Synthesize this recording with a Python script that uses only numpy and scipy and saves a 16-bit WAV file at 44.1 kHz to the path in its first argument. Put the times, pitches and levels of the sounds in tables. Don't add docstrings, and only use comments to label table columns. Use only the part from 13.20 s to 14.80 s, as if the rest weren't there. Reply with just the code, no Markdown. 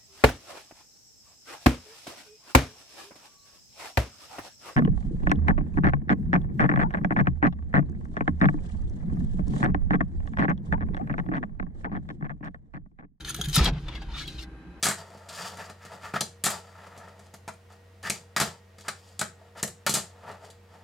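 import sys
import numpy as np
from scipy import signal
from scipy.fft import rfft, irfft
from scipy.io import wavfile
from scipy.ndimage import uniform_filter1d

SR = 44100
rng = np.random.default_rng(int(sys.argv[2]) if len(sys.argv) > 2 else 0)


def amplitude_ratio(level_db):
    exponent = np.asarray(level_db, float) / 20
    return 10 ** exponent


def master(y):
    cut = np.clip(np.atleast_2d(y).T, -1, 1)
    pcm = np.round(cut * 32767)
    wavfile.write(sys.argv[1], SR, pcm.astype(np.int16))


N = 70560

# time in seconds, friction level in dB, brightness in dB per octave.
STROKES = [
    [(0, -46, 1), (.012, -47, -1.5), (.04, -61.5, 0), (.06, -43.5, 0), (.105, -38, 2.5), (.125, -49.5, 0.5),
     (.25, -45, 2.5), (.275, -50.5, 1.5), (.325, -45, 3.5)],
    [(.325, -43, 0.5), (.347, -28.5, 5.5), (.365, -26.5, -1), (.39, -30.5, -4.5), (.425, -34, -5),
     (.45, -31, -2), (.465, -32, -4.5), (.487, -32.5, -5), (.52, -61.5, -11)],
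    [(.52, -54, -4), (.585, -52.5, -4), (.61, -64, 7.5), (.67, -55.5, -2), (.7, -52, -3),
     (.76, -47.5, -2.5), (.79, -57, -0.5), (.88, -60.5, 0)],
    [(.88, -59, -8.5), (.96, -46, -5), (.985, -39, -3.5), (1.02, -42.5, -1), (1.055, -52.5, -2),
     (1.085, -49, 0.5), (1.17, -56, -1.5), (1.235, -48, 1.5), (1.27, -82, -7)],
]
# clicks per second, size spread in dB, ringing share in dB.
GRIT = [(4860, -1, 0.5), (3500, 4.5, -9.5), (4590, 2, -15), (4000, 2.5, -31)]


def read(points, hz):
    f, value = np.transpose(points)
    return np.interp(np.log(hz + 1), np.log(f + 1), value)


def evened(x):
    return x / np.sqrt(np.mean(x ** 2) + 1e-20)


def add(mix, s, sound):
    part = mix[max(round(s * SR), 0):][:len(sound)]
    part += sound[:len(part)]


def ring(x, hz, width):
    return signal.lfilter(*signal.iirpeak(hz, hz / max(width, 3), SR), x)


def coloured(x, points):
    hz = np.abs(np.fft.fftfreq(4096, 1 / SR))
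    log_gain = np.log(amplitude_ratio(np.maximum(read(points, hz), -100)))
    taps = np.fft.ifft(np.exp(np.conj(signal.hilbert(log_gain)))).real[:2048]
    return signal.oaconvolve(x, taps)[:len(x)]


def tilted(x, tilt_db):
    hz, t, z = signal.stft(x, SR, nperseg=128)
    slope = np.interp(t * SR, np.arange(len(x)), tilt_db * np.ones(len(x)))
    octaves = np.log2(np.clip(hz, 400, None) / 3500)
    z = z * amplitude_ratio(octaves[:, None] * slope)
    return signal.istft(z, SR, nperseg=128)[1][:len(x)]


def body(colour, peaks, ring_db):
    pulse = 1. * (np.arange(3000) == 0)
    rung = sum(amplitude_ratio(db) * ring(pulse, hz, 0.89 * width) / np.sqrt(width) for hz, width, db in peaks)
    both = evened(coloured(pulse, colour)) + amplitude_ratio(ring_db) * evened(rung)
    return both / np.linalg.norm(both)


def stroke_bodies():
    # frequency in Hz, density in dB per Hz.
    push, pry, settle, pull = [(290, -51), (1130, -10), (1500, -2.5), (3280, -6), (6800, -16), (8000, -23),
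                               (9500, -13), (15500, -33.5)], [(120, -31), (200, -10.5), (630, -17), (677, -12),
                                             (1880, -11.5), (4840, -9.5), (15500, -33.5)], [(350, -11.5), (600, -4.5), (950, -2.5),
                                                          (1900, -5), (3480, 0), (6000, -14), (15500, -42)], [(350, -56), (600, -19),
                                                                          (1390, -6), (1880, -7.5),
                                                                          (3920, 2), (15500, -27.5)]
    # frequency in Hz, width in Hz, level in dB.
    push_ring, pry_ring = [(1460, 100, -10.5), (1690, 54, -4.5), (3220, 200, -2), (3550, 290, -4.5),
                           (4400, 140, -25), (6040, 230, -8.5), (6300, 210, -10), (9600, 290, -18)], [(3240, 140, -3), (3820, 120, 0), (4560, 67, -21),
                                              (6960, 46, -25), (8570, 63, -15)]
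    settle_ring, pull_ring = [(2730, 110, 0.7), (4400, 90, 0)], [(3250, 200, 0.37), (4300, 190, 0.64)]
    colours = push, pry, settle, pull
    rings = push_ring, pry_ring, settle_ring, pull_ring
    return [body(colour, peaks, grit[2]) for colour, peaks, grit in zip(colours, rings, GRIT)]


def stroke(rows, taps, grit):
    s, level_db, tilt_db = np.transpose(rows)
    t = np.arange(s[0], s[-1] + 0.0087, 1 / SR)
    clicks_per_s, spread_db = grit[:2]
    hit = rng.random(SR // 2) < clicks_per_s / SR
    size = amplitude_ratio(spread_db * np.minimum(rng.exponential(1, SR // 2), 3))
    sign, hiss = rng.choice([-1., 1.], SR // 2), rng.standard_normal(SR // 2)
    drive = evened(evened(hit * size * sign) + 0.44 * hiss)[:len(t)]
    fade = np.clip(np.minimum(t - t[0], t[-1] - t) / 0.0091, 0, 1)
    sound = signal.oaconvolve(drive * amplitude_ratio(np.interp(t, s, level_db)) * fade, taps)
    return s[0], tilted(sound, np.interp(s[0] + np.arange(len(sound)) / SR, s, tilt_db))


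def tick(s, peak_db, tilt_db, decay, taps):
    t, decay = np.arange(2000) / SR, max(decay, 3e-4)
    crack = 4 * max(1 - decay / .004, 0) * np.exp(-t / .0004)
    envelope = np.minimum(t / (0.18 * decay), 1) * (np.exp(-t / decay) + crack)
    x = tilted(signal.oaconvolve(rng.standard_normal(2000) * envelope, taps), tilt_db)
    return s, amplitude_ratio(peak_db - 4.5) * x / abs(x).max()


def grating(steel):
    # start in seconds, peak in dB, brightness in dB per octave, decay in seconds.
    slips = [(.048, -22.5, -1, 0.0032), (.092, -24, 7.5, 0.007), (0.1444, -20.5, 4, 0.0039),
             (0.1632, -24, 12, 0.0022), (0.2133, -12.5, 4, 0.0012), (0.243, -24, 4.5, 0.0053),
             (0.257, -19.5, 3.5, 0.0024), (.2845, -25.5, 6.5, 0.0043), (0.2954, -23.5, 4.5, 0.0044),
             (0.3291, -21, 2.5, 0.003), (0.3432, -25.5, 1, 0.0045), (0.3577, -1, 15.5, 0.00084),
             (.3637, -9, 4.5, 0.0049), (0.3802, -12, 2.5, 0.0099), (0.443, -18, 10, 0.005),
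             (.4548, -12, -0.5, 0.0057), (0.4786, -17, -7, 0.0033), (0.682, -25.5, -2, 0.006),
             (.75, -30, 0, 0.0084), (.817, -35, -0.5, 0.0096), (1.076, -32, 10, 0.0058),
             (1.19, -33, -3, 0.0079)]
    bodies = stroke_bodies()
    for rows, taps, grit in zip(STROKES, bodies, GRIT):
        add(steel, *stroke(rows, taps, grit))
    starts = [rows[0][0] for rows in STROKES[1:]]
    for row in slips:
        add(steel, *tick(*row, bodies[np.searchsorted(starts, row[0])]))


def squeak(s, length, start_hz, end_hz, db):
    t = np.arange(0, length, 1 / SR)
    fuzz = uniform_filter1d(rng.standard_normal((9000, 2)), 200, 0)[:len(t)] @ [1, 1j]
    turns = np.cumsum(end_hz + (start_hz - end_hz) * (1 - t / length) ** 4) / SR
    tone = ((1 + 7 * fuzz) * np.exp(2j * np.pi * turns)).real
    return s, amplitude_ratio(db) * np.sin(np.pi * (t / length) ** .33) * evened(tone)


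def singing(steel):
    # start in seconds, length in seconds, start and end pitch in Hz, level in dB.
    squeaks = [(.4545, .021, 3703, 3133, -25), (.455, 0.011, 5260, 4400, -43),
               (0.339, 0.026, 2850, 3310, -40), (0.378, 0.013, 5160, 4720, -24),
               (0.387, .04, 1177, 1313, -33), (0.362, 0.017, 1420, 1340, -29.5),
               (0.464, 0.038, 748, 770, -36), (0.884, 0.056, 950, 910, -51.5),
               (0.929, 0.043, 1317, 1437, -51.5), (0.958, 0.043, 1330, 1104, -50),
               (1.001, 0.045, 1370, 1432, -47), (1.003, 0.043, 1646, 1690, -48),
               (0.936, 0.11, 3600, 3650, -50), (0.981, 0.024, 2910, 3105, -46),
               (1.006, 0.022, 3530, 3300, -55), (1.027, 0.027, 2200, 2150, -48),
               (1.04, 0.06, 2950, 3430, -53), (1.071, 0.019, 4300, 4300, -46),
               (1.08, 0.019, 3880, 3910, -38), (1.078, 0.014, 3200, 3170, -41.5),
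               (1.083, 0.046, 2820, 2827, -50), (1.093, 0.04, 4020, 4020, -52),
               (1.136, 0.045, 3920, 4150, -56), (1.182, 0.029, 4000, 3720, -46.5),
               (1.187, 0.037, 2810, 2826, -47), (1.19, 0.016, 5430, 5250, -51.5),
               (1.223, 0.016, 5380, 5350, -54), (1.223, 0.054, 2170, 2000, -57),
               (1.231, 0.024, 1575, 1593, -49.5)]
    # start in seconds, length in seconds, pitch in Hz, level in dB.
    touches = [(.006, 0.013, 1690, -51), (.007, 0.01, 3960, -46), (0.047, .012, 4260, -41.5),
               (0.054, 0.007, 2870, -47), (0.082, 0.015, 1694, -41.5), (0.068, 0.011, 3180, -51),
               (0.084, 0.016, 6280, -42.5), (0.093, 0.019, 9600, -38.5), (0.101, 0.017, 1400, -43),
               (0.103, .012, 6730, -41.5), (0.147, 0.0096, 1430, -40.5), (0.186, 0.057, 417, -44.5),
               (0.188, 0.036, 724, -45.5), (.212, 0.0099, 3326, -30), (.212, 0.0099, 3880, -39),
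               (.212, 0.0096, 6455, -36.5), (0.2126, 0.023, 1365, -41), (0.239, .008, 3540, -35),
               (.357, 0.0045, 9720, -20.5), (0.363, .008, 6840, -22.5), (0.363, .008, 3730, -24),
               (0.683, 0.026, 965, -48.5), (0.685, 0.0092, 3540, -42), (0.689, 0.01, 2180, -51),
               (0.737, 0.019, 2280, -53), (.75, 0.048, 2130, -47), (.751, .02, 2725, -47),
               (.75, 0.016, 3390, -44.5), (.75, 0.018, 4710, -48.5), (0.777, 0.018, 1640, -56),
               (.817, 0.038, 807, -48.5), (.819, 0.023, 1645, -52), (.82, 0.016, 2960, -53),
               (0.81, 0.023, 4610, -56.5)]
    for row in squeaks:
        add(steel, *squeak(*row))
    for s, length, hz, db in touches:
        add(steel, *squeak(s, length, hz, hz, db))


def cabinet(x):
    t60, turns_per_s = .036, 7
    t, out = np.arange(4000) / SR, np.zeros((2, N))
    highpass = signal.butter(1, 1800, "high", fs=SR, output="sos")
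    for k in range(3):
        echoes = rng.choice([-1., 1.], (2, 4000)) * (rng.random((2, 4000)) < .08)
        taps = signal.sosfilt(highpass, echoes * amplitude_ratio(-60 * t / t60) * (t > .0008))
        taps = taps / np.linalg.norm(taps, axis=1)[:, None]
        share = np.sqrt(2 / 3) * np.cos(np.pi * (turns_per_s * np.arange(N) / SR + k / 3))
        out += signal.fftconvolve((x * share)[None], taps, axes=1)[:, :N]
    return out


def at_ports(steel):
    # frequency in Hz, level difference in dB.
    balance = [(200, .4), (1500, 2), (8000, 2), (13000, -7)]
    lead_s = 2e-5
    hz = np.fft.rfftfreq(N, 1 / SR)
    port = amplitude_ratio(read(balance, hz) / 2) * np.exp(-1j * np.pi * hz * lead_s)
    both = steel + amplitude_ratio(-1.5) * cabinet(steel)
    return irfft(rfft(both) * np.array([port, 1 / port]), N)


def bed():
    # start in seconds, level in dB, pitch in Hz, 60 dB decay in seconds.
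    thuds = [(0.194, -18.5, 160.4, 0.063), (0.274, -17, 144.5, 0.12), (0.3, -39, 138, .3),
             (.374, -3.5, 148.7, 0.067), (0.405, -6.5, 62, 0.14), (0.441, -18, 163, 0.079),
             (0.46, -20.5, 41.2, 0.27), (.47, -17, 157.6, 0.11), (0.513, -20.5, 58, 0.16),
             (.52, -20, 148, 0.15), (0.565, -21.5, 141.3, 0.12), (0.654, -26.5, 38.2, 0.32),
             (0.866, -36, 41.8, 0.49), (1.147, -37, 56.5, 0.66), (1.252, -46, 60, 0.25),
             (1.46, -38.5, 176.6, 0.33)]
    # frequency in Hz, width in Hz, level in dB.
    sway_modes = [(58, 14.3, 0), (35.74, 3.8, -3.5), (140.8, 58, -3.5)]
    # time in seconds, shake in dB.
    hand = [(0, -42.5), (.44, -35), (1.3, -45.5), (1.6, -56.5)]
    out, t = np.zeros(N), np.arange(SR // 2) / SR
    rise = (1 - np.exp(-t / 0.0034)) ** 2
    for s, db, hz, t60 in thuds:
        add(out, s, amplitude_ratio(db - 60 * t / t60) * rise * np.sin(2 * np.pi * hz * t))
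    sway = np.zeros(N)
    for hz, width, db in sway_modes:
        sway += amplitude_ratio(db) * evened(ring(ring(rng.standard_normal(N), hz, width), hz, width))
    return out + amplitude_ratio(np.interp(np.arange(N) / SR, *np.transpose(hand))) * evened(sway)


def fans():
    # frequency in Hz, density in dB per Hz.
    air_colour = [(18, -20.5), (30, -19), (64, 6.5), (145, -39.5), (170, -7.5), (328, -5.5), (616, -22),
                  (1540, -18.5), (16000, -59.5)]
    # frequency in Hz, likeness (1 the same, 0 or less
    air_same = [(60, 0.78), (240, 0.93), (950, 0.81), (3770, -0.89), (15000, -0.78)]
    # frequency in Hz, level in dB.
    fan_tones = [(318, -55.5), (797, -66), (1589, -66), (2542, -74), (3050, -80), (3935, -76), (10050, -88)]
    hz, t = np.fft.rfftfreq(N, 1 / SR), np.arange(N) / SR
    a, b = rfft(rng.standard_normal((2, N)))
    same = np.clip(read(air_same, hz), 0, 1)
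    z = np.array([a, same * a + np.sqrt(1 - same ** 2) * b]) * amplitude_ratio(read(air_colour, hz))
    air = irfft(z, N) / np.std(irfft(z[0] * (hz > 200), N))
    tones = np.zeros(N)
    for f, db in fan_tones:
        waver = 0.55 * evened(ring(rng.standard_normal(N), f, 30.3))
        tones += amplitude_ratio(db) * evened(np.sqrt(2) * np.sin(2 * np.pi * f * t) + waver)
    return amplitude_ratio(-52.5) * air + tones


def scene():
    steel = np.zeros(N)
    grating(steel)
    singing(steel)
    return at_ports(steel) + bed() + fans()


def top_cut(x):
    return signal.sosfilt(signal.butter(12, 16510, fs=SR, output="sos"), x)


def record(dry):
    edge = signal.firwin(255, 15600, window=("kaiser", 4), fs=SR)
    return top_cut(signal.oaconvolve(dry, edge[None], "same"))


dry = scene()
out = record(dry)
master(out)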